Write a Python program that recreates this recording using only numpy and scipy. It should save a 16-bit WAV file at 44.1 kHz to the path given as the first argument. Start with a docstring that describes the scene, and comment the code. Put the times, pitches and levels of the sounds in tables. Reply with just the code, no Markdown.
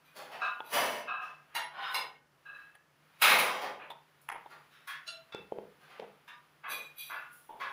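"""Serving rice in a hard-floored hall

Dishes and cutlery clink, clatter, scrape and faintly rustle at a distance while rice is served
from a lidded bowl. The lid knocks dully close to the microphone, among small taps on the table.
Each contact is a burst of random ticks ringing narrow modes and a broad crockery body, then the hall.
Quiet tails are pushed down band by band; a faint hum, hiss and far-off bustle, all noise, lie below."""
import sys
import numpy as np
from scipy import signal
from scipy.fft import rfft, irfft, next_fast_len
from scipy.io import wavfile
from scipy.ndimage import uniform_filter1d, map_coordinates

SR = 44100
rng = np.random.default_rng(int(sys.argv[2]) if len(sys.argv) > 2 else 0)


def nominal_scale(level):
    """Amplitude ratio for a level in decibels (scalar or array-like)."""
    x = np.asarray(level, float) / 20
    return 10 ** x


def master(y):
    """Save y as 16-bit WAV."""
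    cut = np.clip(np.atleast_2d(y).T, -1, 1)
    pcm = np.round(cut * 32767)  # scale
    wavfile.write(sys.argv[1], SR, pcm.astype(np.int16))


N = 340716   # length in samples

# Contact levels are taken ahead of the hall; bass and treble tilt the blow's spectrum.
# Cutlery handled. Each row: start in seconds, level in dB, rattle decay in seconds, bass in dB, treble in dB
CUTLERY_CLINKS = [(0.055, -46.5, 0.04, 0, -5), (0.66, -39.5, 0.12, -2, 9.5), (6.703, -24, 0.055, 21, 2.5),
                  (6.987, -29, 0.073, -11, 7)]
# Clatters, and faint high rustles or rubs where the treble is very strong. Each row: start in seconds,
# level in dB, rattle decay in seconds, bass in dB, treble in dB
CLATTERS_AND_RUSTLES = [(0.166, -29.5, 0.065, 10.5, 8), (0.321, -28.5, 0.064, 8.5, -0.5),
                        (0.738, -12.5, 0.11, 11.5, 10.5), (1.225, -36, 0.07, -4, 4),
                        (1.516, -38.5, 0.17, 0, -39), (3.459, -20, 0.13, 9, 3.5),
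                        (3.619, -25, 0.037, 14.5, 2), (3.799, -31.5, 0.034, 5, -27),
                        (4.215, -62, 0.021, -13, 29.5), (4.504, -36, 0.043, 6, 1.5),
                        (4.721, -37, 0.066, -63, 1), (5.811, -40.5, 0.08, 6, 5),
                        (5.899, -35, 0.11, 3.5, -1), (6.28, -33, 0.014, -8, -2),
                        (7.33, -62, 0.13, -26.5, 40.5)]
# Plates touched. Each row: start in seconds, level in dB, rattle decay in seconds, bass in dB, treble in dB
PLATE_CLINKS = [(0.417, -18.5, 0.017, -6, -18), (0.45, -27, 0.012, -18, -7), (1.077, -20, 0.053, -11, -39),
                (1.2, -29.5, 0.05, 13.5, -41)]
# A glass touched. Each row: start in seconds, level in dB, rattle decay in seconds, bass in dB, treble in dB
GLASS_CLINKS = [(0.46, -32, 0.02, -5, -5), (7.13, -35, 0.05, -5, -5)]
# A fork handle on the table. Each row: start in seconds, level in dB, rattle decay in seconds,
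# bass in dB, treble in dB
TAPS = [(0.605, -35, 0.0015, 10, -1), (3.903, -36, 0.014, 5.5, 12.5), (4.46, -46.5, 0.0053, 22, -24),
        (7.491, -40, 0.15, 23.5, -54)]
# A spoon clinks. Each row: start in seconds, level in dB, rattle decay in seconds, bass in dB, treble in dB
SPOON_CLINKS = [(1.5509, -21, 0.02, -10.5, 1)]
# A bowl scraped. Each row: start in seconds, level in dB, rattle decay in seconds, bass in dB, treble in dB
SCRAPES = [(1.78, -27, 0.053, 0, -21), (1.838, -24, 0.04, -18.5, -9), (1.879, -27, 0.083, -28, -9),
           (1.96, -38, 0.05, 16, 20)]
# The spoon clinks again. Each row: start in seconds, level in dB, rattle decay in seconds, bass in dB, treble
# in dB
LATER_SPOON_CLINKS = [(1.9444, -20, 0.0089, -3, 6)]
# A saucer touched. Each row: start in seconds, level in dB, rattle decay in seconds, bass in dB, treble in dB
SAUCER_CLINKS = [(2.457, -33, 0.038, 9, -38), (2.54, -35, 0.1, 0, -6.5)]
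# Something hard laid on the table, rocking. Each row: start in seconds, level in dB,
# rattle decay in seconds, bass in dB, treble in dB
SET_DOWNS = [(2.752, -46.5, 0.0044, -19, 5.5), (4.29, -30, 0.00036, -17, 5), (4.299, -29, 0.0034, -20, -3),
             (4.317, -34, 0.015, 9, -1), (4.346, -37.5, 0.031, 12, -6)]
# A stack of plates set down hard. Each row: start in seconds, level in dB, rattle decay in seconds,
# bass in dB, treble in dB
STACK_CRASH = [(3.222, -12.5, 0.016, -5.5, 9), (3.245, -12.5, 0.081, 1, 9), (3.299, -16.5, 0.057, 8.5, 6),
               (3.389, -22, 0.031, 11, 14)]
# Dishes touched. Each row: start in seconds, level in dB, rattle decay in seconds, bass in dB, treble in dB
DISH_CLINKS = [(4.875, -30, 0.023, -19, 4), (4.9, -31, 0.037, -54, -1), (6.64, -28, 0.06, -7.5, -33),
               (7.1, -28.5, 0.054, -4, -30), (7.603, -26.5, 0.032, -3.5, -8),
               (7.648, -35.5, 0.03, -18, -16.5)]
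# A rim struck. Each row: start in seconds, level in dB, rattle decay in seconds, bass in dB, treble in dB
RIM_CLINKS = [(5.0763, -29, 0.008, -7, 6)]
# A cup touched. Each row: start in seconds, level in dB, rattle decay in seconds, bass in dB, treble in dB
CUP_CLINKS = [(5.3238, -33.5, 0.0044, -1, -12)]
# The lid knocks. Each row: start in seconds, level in dB, rattle decay in seconds, bass in dB, treble in dB
KNOCKS = [(5.348, -34.5, 0.00052, 6.5, -2), (5.522, -34.5, 0.00068, 12.5, -21),
          (5.586, -36.5, 0.00049, 9.5, -20), (5.999, -37.5, 0.00028, 9, -10), (6.02, -38.5, 0.019, 4.5, -6)]

# Mode widths are given ahead of each source's damping factor, levels ahead of the spot's variation.
# Cutlery modes. Each row: frequency in Hz, width in Hz, level in dB
CUTLERY = [(2440, 54, 1.5), (3380, 120, -9), (3876, 160, -7.5), (4710, 33, -7), (5740, 53, -20),
           (6220, 130, -16.5), (7640, 27, -17.5), (9300, 370, -20.5), (10100, 160, -8), (11950, 360, -8.5),
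           (14000, 180, -19.5), (14260, 430, -10)]
# Plate modes. Each row: frequency in Hz, width in Hz, level in dB
PLATE = [(740, 40, -5), (1022, 26, -1), (1245, 60, 3.5), (1605, 45, 2.5), (2585, 45, 1), (3650, 30, -13),
         (3875, 32, -8), (5390, 28, -17), (6130, 35, -22), (9970, 30, -20)]
# The glass's one mode. Each row: frequency in Hz, width in Hz, level in dB
GLASS = [(1437, 10, 0)]
# Fork handle modes. Each row: frequency in Hz, width in Hz, level in dB
HANDLE = [(890, 150, 0), (3500, 700, -11)]
# Spoon modes. Each row: frequency in Hz, width in Hz, level in dB
SPOON = [(950, 120, -1.5), (1405, 31, 2), (1830, 32, -2.5), (2235, 117, -3), (2776, 44, 1),
         (3620, 160, -9.5), (3970, 110, -6.5), (4740, 32, -12), (5490, 47, -20), (6730, 54, -13.5),
         (7900, 52, -21), (8700, 50, -15), (9140, 72, -15), (10490, 34, -3), (12100, 42, -15),
         (14000, 60, -12)]
# Modes of the scraped bowl. 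Each row: frequency in Hz, width in Hz, level in dB
SCRAPED_BOWL = [(788, 47, -0.5), (1030, 120, -2), (1492, 50, -2), (1930, 54, -10.5), (2880, 540, -18),
                (3710, 89, -11), (4030, 75, -12.5), (5100, 33, -12)]
# Modes of the spoon's second clink. Each row: frequency in Hz, width in Hz, level in dB
LATER_SPOON = [(930, 130, -4), (1850, 30, -2), (2165, 37, 0), (2800, 50, 2), (3515, 55, -6), (4115, 45, 0),
               (5055, 60, -5), (6625, 45, -12), (8380, 90, -15), (10200, 32, -14), (10600, 22, -8),
               (11250, 60, -8), (12300, 68, -14), (14300, 120, -12)]
# Saucer modes. Each row: frequency in Hz, width in Hz, level in dB
SAUCER = [(1220, 60, -13), (1635, 36, 0), (2600, 60, -10), (3950, 60, -19)]
# Table top modes. Each row: frequency in Hz, width in Hz, level in dB
TABLE_TOP = [(867, 167, -0.5), (2106, 650, -7.5), (3340, 220, -15.5), (10400, 320, -20)]
# Modes of the stacked plates. 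Each row: frequency in Hz, width in Hz, level in dB
STACK = [(879, 31, -3), (1080, 21, 1), (1203, 90, -10), (2190, 310, 1.5), (2520, 600, -3.5),
         (3780, 400, -2.5), (3950, 720, -9.5), (5260, 300, -17)]
# Dish modes. Each row: frequency in Hz, width in Hz, level in dB
DISH = [(1116, 240, -1), (1714, 157, 2), (2021, 27, -1), (2670, 170, -5.5), (3270, 110, -7),
        (3800, 37, -24), (4300, 100, -20)]
# Rim modes. Each row: frequency in Hz, width in Hz, level in dB
RIM = [(658, 13, 0), (1383, 15, -0.5), (2730, 70, -6), (3500, 81, -12), (4045, 55, 0), (4628, 32, -6),
       (5400, 80, -12), (6810, 70, -18), (8320, 40, -24), (8590, 57, -19), (9990, 50, -20),
       (11400, 30, -21)]
# Cup modes. Each row: frequency in Hz, width in Hz, level in dB
CUP = [(1400, 25, 3), (2660, 70, -1), (3510, 220, -3)]
# Lid modes. Each row: frequency in Hz, width in Hz, level in dB
LID = [(430, 190, 0), (880, 220, -5), (215, 25, -10), (3150, 16, -14)]

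# Broad crockery body, too many modes to tell apart. Each row: frequency in Hz, relative level in dB per Hz
CROCKERY = [(59, -8.5), (100, -27), (243, -15), (295, -18), (490, -6.5), (1240, 3.5), (1670, 1),
            (2560, -2.5), (3090, -4), (8190, -23.5), (10100, -13), (14200, -19.5), (15800, -0.5)]
# Reverberation of the hall. Each row: frequency in Hz, time to fall by 60 dB in seconds
HALL_T60 = [(200, 0.61), (700, 0.39), (2000, 0.4), (5000, 0.25), (12000, 0.11)]
# Colour of the hiss. Each row: frequency in Hz, relative level in dB per Hz
HISS = [(25, -41), (70, -15.5), (107, -19.5), (148, -18.5), (255, -14), (513, -15), (1820, -22.5),
        (2730, -89), (4570, -28), (15800, -45.5)]
# Far-off handling noise. Each row: time in seconds, rms level in dB
BUSTLE = [(0.0, -65), (0.25, -57), (1.38, -66.5), (1.598, -63), (2.2, -71.5), (2.6, -61.5), (2.85, -69.5),
          (3.229, -60), (4.0, -65.5), (4.45, -62), (4.999, -62), (6.653, -64.5), (7.189, -59), (7.53, -65),
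          (7.73, -55)]

SIZE, LEAD = 16384, 4096   # samples in one contact, and samples of it ahead of its start time
SWELL_S, SWELL_SHARE = 0.0015, 0.04   # a far contact builds up over this time plus a share of its rattle
NEAR_SWELL = dict(swell_s=0.0013, swell_share=0)   # build-up of a contact near the microphone
SPOT_DB = 2.0   # spread of each mode's level with the spot struck
LIFT_RISE_PER_S = 0.13   # a piece lifted off the cloth climbs in pitch by this share each second


def unit(x):
    """Scale to energy 1."""
    return x / np.sqrt(np.sum(x ** 2) + 1e-20)


def at_hz(points, hz):
    """Read a table along log frequency."""
    points = np.array(points)
    return np.interp(np.log(hz + 1), np.log(points[:, 0]), points[:, 1])


def causal(*spectra, size=SIZE):
    """Minimum-phase response of spectra added in dB: the cepstrum folded forward."""
    hz = np.arange(size // 2 + 1) * SR / size
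    cepstrum = irfft(np.log(nominal_scale(sum(at_hz(points, hz) for points in spectra))))
    cepstrum[1:size // 2] *= 2
    cepstrum[size // 2 + 1:] = 0
    return np.exp(rfft(cepstrum))


def resonance(x, hz, width_hz):
    """A two-pole resonator with gain 1 at its peak."""
    r = np.exp(-np.pi * width_hz / SR)
    zeros = np.array([1, 0, -1]) * (1 - r * r) / 2
    poles = [1, -2 * r * np.cos(2 * np.pi * hz / SR), r * r]
    return signal.lfilter(zeros, poles, x)


def steady(*spectra):
    """Coloured noise of rms 1."""
    size = 2 * next_fast_len(N // 2 + 1)
    white = rfft(rng.standard_normal(size))
    return unit(irfft(white * causal(*spectra, size=size))[:N]) * np.sqrt(N)


def hiss():
    """Steady coloured noise."""
    return nominal_scale(-73.5) * steady(HISS)


def hum():
    """Noise through two narrow resonators in a row, so the low tone wavers."""
    hz, width_hz, level_db = 147.9, 21, -76
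    tone = resonance(resonance(rng.standard_normal(N), hz, width_hz), hz, width_hz)
    return nominal_scale(level_db) * unit(tone) * np.sqrt(N)


def bustle():
    """Far-off handling: crockery-coloured noise whose level follows the table."""
    s, level_db = np.transpose(BUSTLE)
    level = nominal_scale(np.interp(np.arange(N) / SR, s, level_db))
    return level * steady([(40, -39.5)] + CROCKERY[2:])


def background():
    """The floor of the place: hiss, hum and bustle."""
    return hiss() + hum() + bustle()


def stray_rings():
    """A fresh handful of modes at chance pitches over a flat response; mean power 1 in the low quarter, up to
    about 5.5 kHz."""
    modes, sharpness_q, rise_db = 30, 70, 7
    hz = np.arange(SIZE // 2 + 1) * SR / SIZE
    pitches = 500 * 2 ** rng.uniform(0, 4, (modes, 1))
    peaks = rng.random((modes, 1)) / (1 + 2j * sharpness_q * (hz / pitches - 1))
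    shape = 1 + nominal_scale(rise_db) * np.sum(peaks, axis=0)
    return shape / np.sqrt(np.mean(np.abs(shape[:SIZE // 8]) ** 2))


def contacts(events, modes, broad_db, per_s=2000, spread_db=3.5, mode_share=0.66, damping=0.44,
             swell_s=SWELL_S, swell_share=SWELL_SHARE, rise=0):
    """Each contact is a rattle of ticks that swells, dies and rings the modes and the broad crockery body."""
    out, t = np.zeros(N + SIZE), (np.arange(SIZE) - LEAD) / SR
    tick = (np.arange(SIZE) == 0) + 1e-18
    broad = rfft(unit(irfft(causal(CROCKERY))))
    # neighbouring modes have opposite signs
    rings = np.array([(-1) ** k * rfft(resonance(tick, hz, damping * width_hz))
                      for k, (hz, width_hz, _) in enumerate(modes)])
    for s, level_db, rattle_s, bass_db, treble_db in events:
        sizes = nominal_scale(spread_db * np.minimum(rng.exponential(1, SIZE), 3)) * rng.choice([-1, 1], SIZE)
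        touches = (rng.random(SIZE) < per_s / SR) | (t == 0)
        fade_s = np.where(t < 0, swell_s + swell_share * rattle_s, rattle_s)
        envelope = np.exp(-np.abs(t) / np.maximum(fade_s, 1e-4))
        rattle = rfft(unit(sizes * touches * envelope))
        hardness = [(450, bass_db), (1400, 0.015), (2800, 0), (9000, treble_db)]   # Hz, dB
        body = nominal_scale(broad_db) * broad * causal(hardness) * (1 if modes else stray_rings())
        if modes:
            # each mode takes its own share of the blow, varied a little by the spot struck
            fed = np.sqrt(np.sum(np.abs(rings * rattle) ** 2, axis=1) / np.sum(np.abs(rings) ** 2, axis=1))
            levels = nominal_scale(np.array(modes)[:, 2] + SPOT_DB * rng.standard_normal(len(modes)))
            ringing = (levels / fed) @ rings / np.linalg.norm(irfft(levels @ rings))
            # modes feel the hardness less than the broad body does
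            body = body + ringing * causal(np.array(hardness) * [1, mode_share])
        sound = nominal_scale(level_db) * irfft(rattle * body)
        if rise:   # read ever faster after the start
            sound = map_coordinates(sound, [np.arange(SIZE) + SR * rise * np.maximum(t, 0) ** 2 / 2])
        at = round(s * SR) - LEAD
        out[max(at, 0):at + SIZE] += sound[max(-at, 0):]
    return out[:N]


def hall(x, direct_db, tail_db, build_s=0.0059):
    """Direct sound, then reflections that thicken quickly and die away band by band."""
    t, edges = np.arange(SR) / SR, np.geomspace(40, 18000, 13)
    tail = np.zeros(SR)
    for low, high in zip(edges, edges[1:]):
        band = signal.butter(2, [low, high], "band", fs=SR, output="sos")
        decay = nominal_scale(-60 * t / at_hz(HALL_T60, np.sqrt(low * high)))
        tail += signal.sosfilt(band, rng.standard_normal(SR)) * decay
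    response = nominal_scale(tail_db) * tail * (1 - np.exp(-t / build_s))
    response[0] += nominal_scale(direct_db)
    # the many room modes overlap: no narrow band stands out from its neighbourhood
    power, hz = np.abs(rfft(response, 2 * SR)) ** 2, np.arange(SR + 1) / 2
    bumps_db = 10 * np.log10(uniform_filter1d(power, size=36) / uniform_filter1d(power, size=2000))
    even = causal(np.c_[hz + 1, -bumps_db], size=2 * SR)
    return signal.fftconvolve(x, irfft(rfft(response, 2 * SR) * even)[:SR])[:N]


def cutlery():
    """Cutlery rattles ring many thin metal modes."""
    return contacts(CUTLERY_CLINKS, CUTLERY, broad_db=-16.5, damping=0.71, swell_s=0.0061)


def clatters_and_rustles():
    """Clatters, and faint high rustles or rubs: dense ticks on the broad body, each with its stray modes."""
    return contacts(CLATTERS_AND_RUSTLES, [], broad_db=2.5, per_s=4000, swell_s=0.00031, swell_share=0.13)


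def plates():
    """Plates ring almost purely in their modes, rising in pitch as they are lifted."""
    return contacts(PLATE_CLINKS, PLATE, broad_db=-46.0, damping=1.0, rise=LIFT_RISE_PER_S)


def glass():
    """A single narrow mode over the broad body."""
    return contacts(GLASS_CLINKS, GLASS, broad_db=-3.0)


def handle_taps():
    """A fork handle taps the table: two wide, short modes."""
    return contacts(TAPS, HANDLE, broad_db=-14.5, **NEAR_SWELL)


def spoon():
    """A spoon clink rings metal modes and the broad body."""
    return contacts(SPOON_CLINKS, SPOON, broad_db=1.0, damping=0.94)


def scrapes():
    """Slowly swelling rattles of ticks ring the bowl."""
    return contacts(SCRAPES, SCRAPED_BOWL, broad_db=1.0, swell_s=0.038)


def later_spoon():
    """The spoon's second clink rings mostly in its metal modes."""
    return contacts(LATER_SPOON_CLINKS, LATER_SPOON, broad_db=-11.5, damping=1.0)


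def saucer():
    """A saucer rings a few modes, rising in pitch as it is lifted."""
    return contacts(SAUCER_CLINKS, SAUCER, broad_db=-10.5, damping=0.73, rise=LIFT_RISE_PER_S)


def set_downs():
    """Something hard laid on the table rocks in quick contacts that ring the table top."""
    return contacts(SET_DOWNS, TABLE_TOP, broad_db=-11.5, damping=0.94, **NEAR_SWELL)


def stack_crash():
    """Stacked plates land in a run of abrupt, dense rattles."""
    return contacts(STACK_CRASH, STACK, broad_db=6.0, per_s=2500, damping=0.28,
                    swell_s=0.00042, swell_share=0.15)


def dish_clinks():
    """Dishes ring their modes beside a strong broad body."""
    return contacts(DISH_CLINKS, DISH, broad_db=4.0)


def rim():
    """A struck rim rings in many modes, the lowest narrow and long."""
    return contacts(RIM_CLINKS, RIM, broad_db=-9.0, damping=0.56, swell_s=0.0052)


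def cup():
    """A cup rings three modes beside the broad body."""
    return contacts(CUP_CLINKS, CUP, broad_db=-0.5)


def lid_knocks():
    """Dull knocks: wide low modes die quickly, narrow ones at 215 and 3150 Hz ring on."""
    return contacts(KNOCKS, LID, broad_db=-8.0, damping=0.8, **NEAR_SWELL)


def across_hall():
    """Crockery and cutlery at a distance from the microphone, with more of the room."""
    far = (cutlery() + clatters_and_rustles() + plates() + glass() + spoon() + scrapes() + later_spoon()
           + saucer() + stack_crash() + dish_clinks() + rim() + cup())
    # small things radiate little bass
    far = signal.sosfilt(signal.butter(4, 120, "high", fs=SR, output="sos"), far)
    return hall(far, direct_db=12.5, tail_db=-9.0)


def near_microphone():
    """Lid knocks and table contacts close by, with little room."""
    return hall(handle_taps() + set_downs() + lid_knocks(), direct_db=20.5, tail_db=-13.5)


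def suppressor(x, knee_db, slope=0.23, deepest_db=-20.0):
    """Every band that falls under the knee is turned down further, so tails end early."""
    hz, _, frames = signal.stft(x, SR, nperseg=1024)
    power = uniform_filter1d(uniform_filter1d(np.abs(frames) ** 2, size=15, axis=0), size=3, axis=1)
    # the knee follows the crockery spectrum
    band_knee_db = knee_db + at_hz(CROCKERY, hz)[:, None]
    under_db = np.minimum(10 * np.log10(np.abs(power) + 1e-16) - band_knee_db, 0)
    gain = nominal_scale(np.maximum(slope * under_db, deepest_db))
    return signal.istft(frames * gain, SR, nperseg=1024)[1][:N]


def scene():
    """Tails of the contacts are suppressed; the background passes untouched."""
    handling = across_hall() + near_microphone()
    return (suppressor(handling, knee_db=-60.0) + background())[None]


def low_pass(x):
    """Removes everything above the highest recorded frequency."""
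    return signal.sosfilt(signal.butter(12, 16470, fs=SR, output="sos"), x)


def record(dry):
    """The top is cut steeply, 50 dB down from 15.9 kHz."""
    mix = signal.sosfilt(signal.cheby2(12, 50, 15900, fs=SR, output="sos"), dry)
    return low_pass(mix)


dry = scene()
out = record(dry)
master(out)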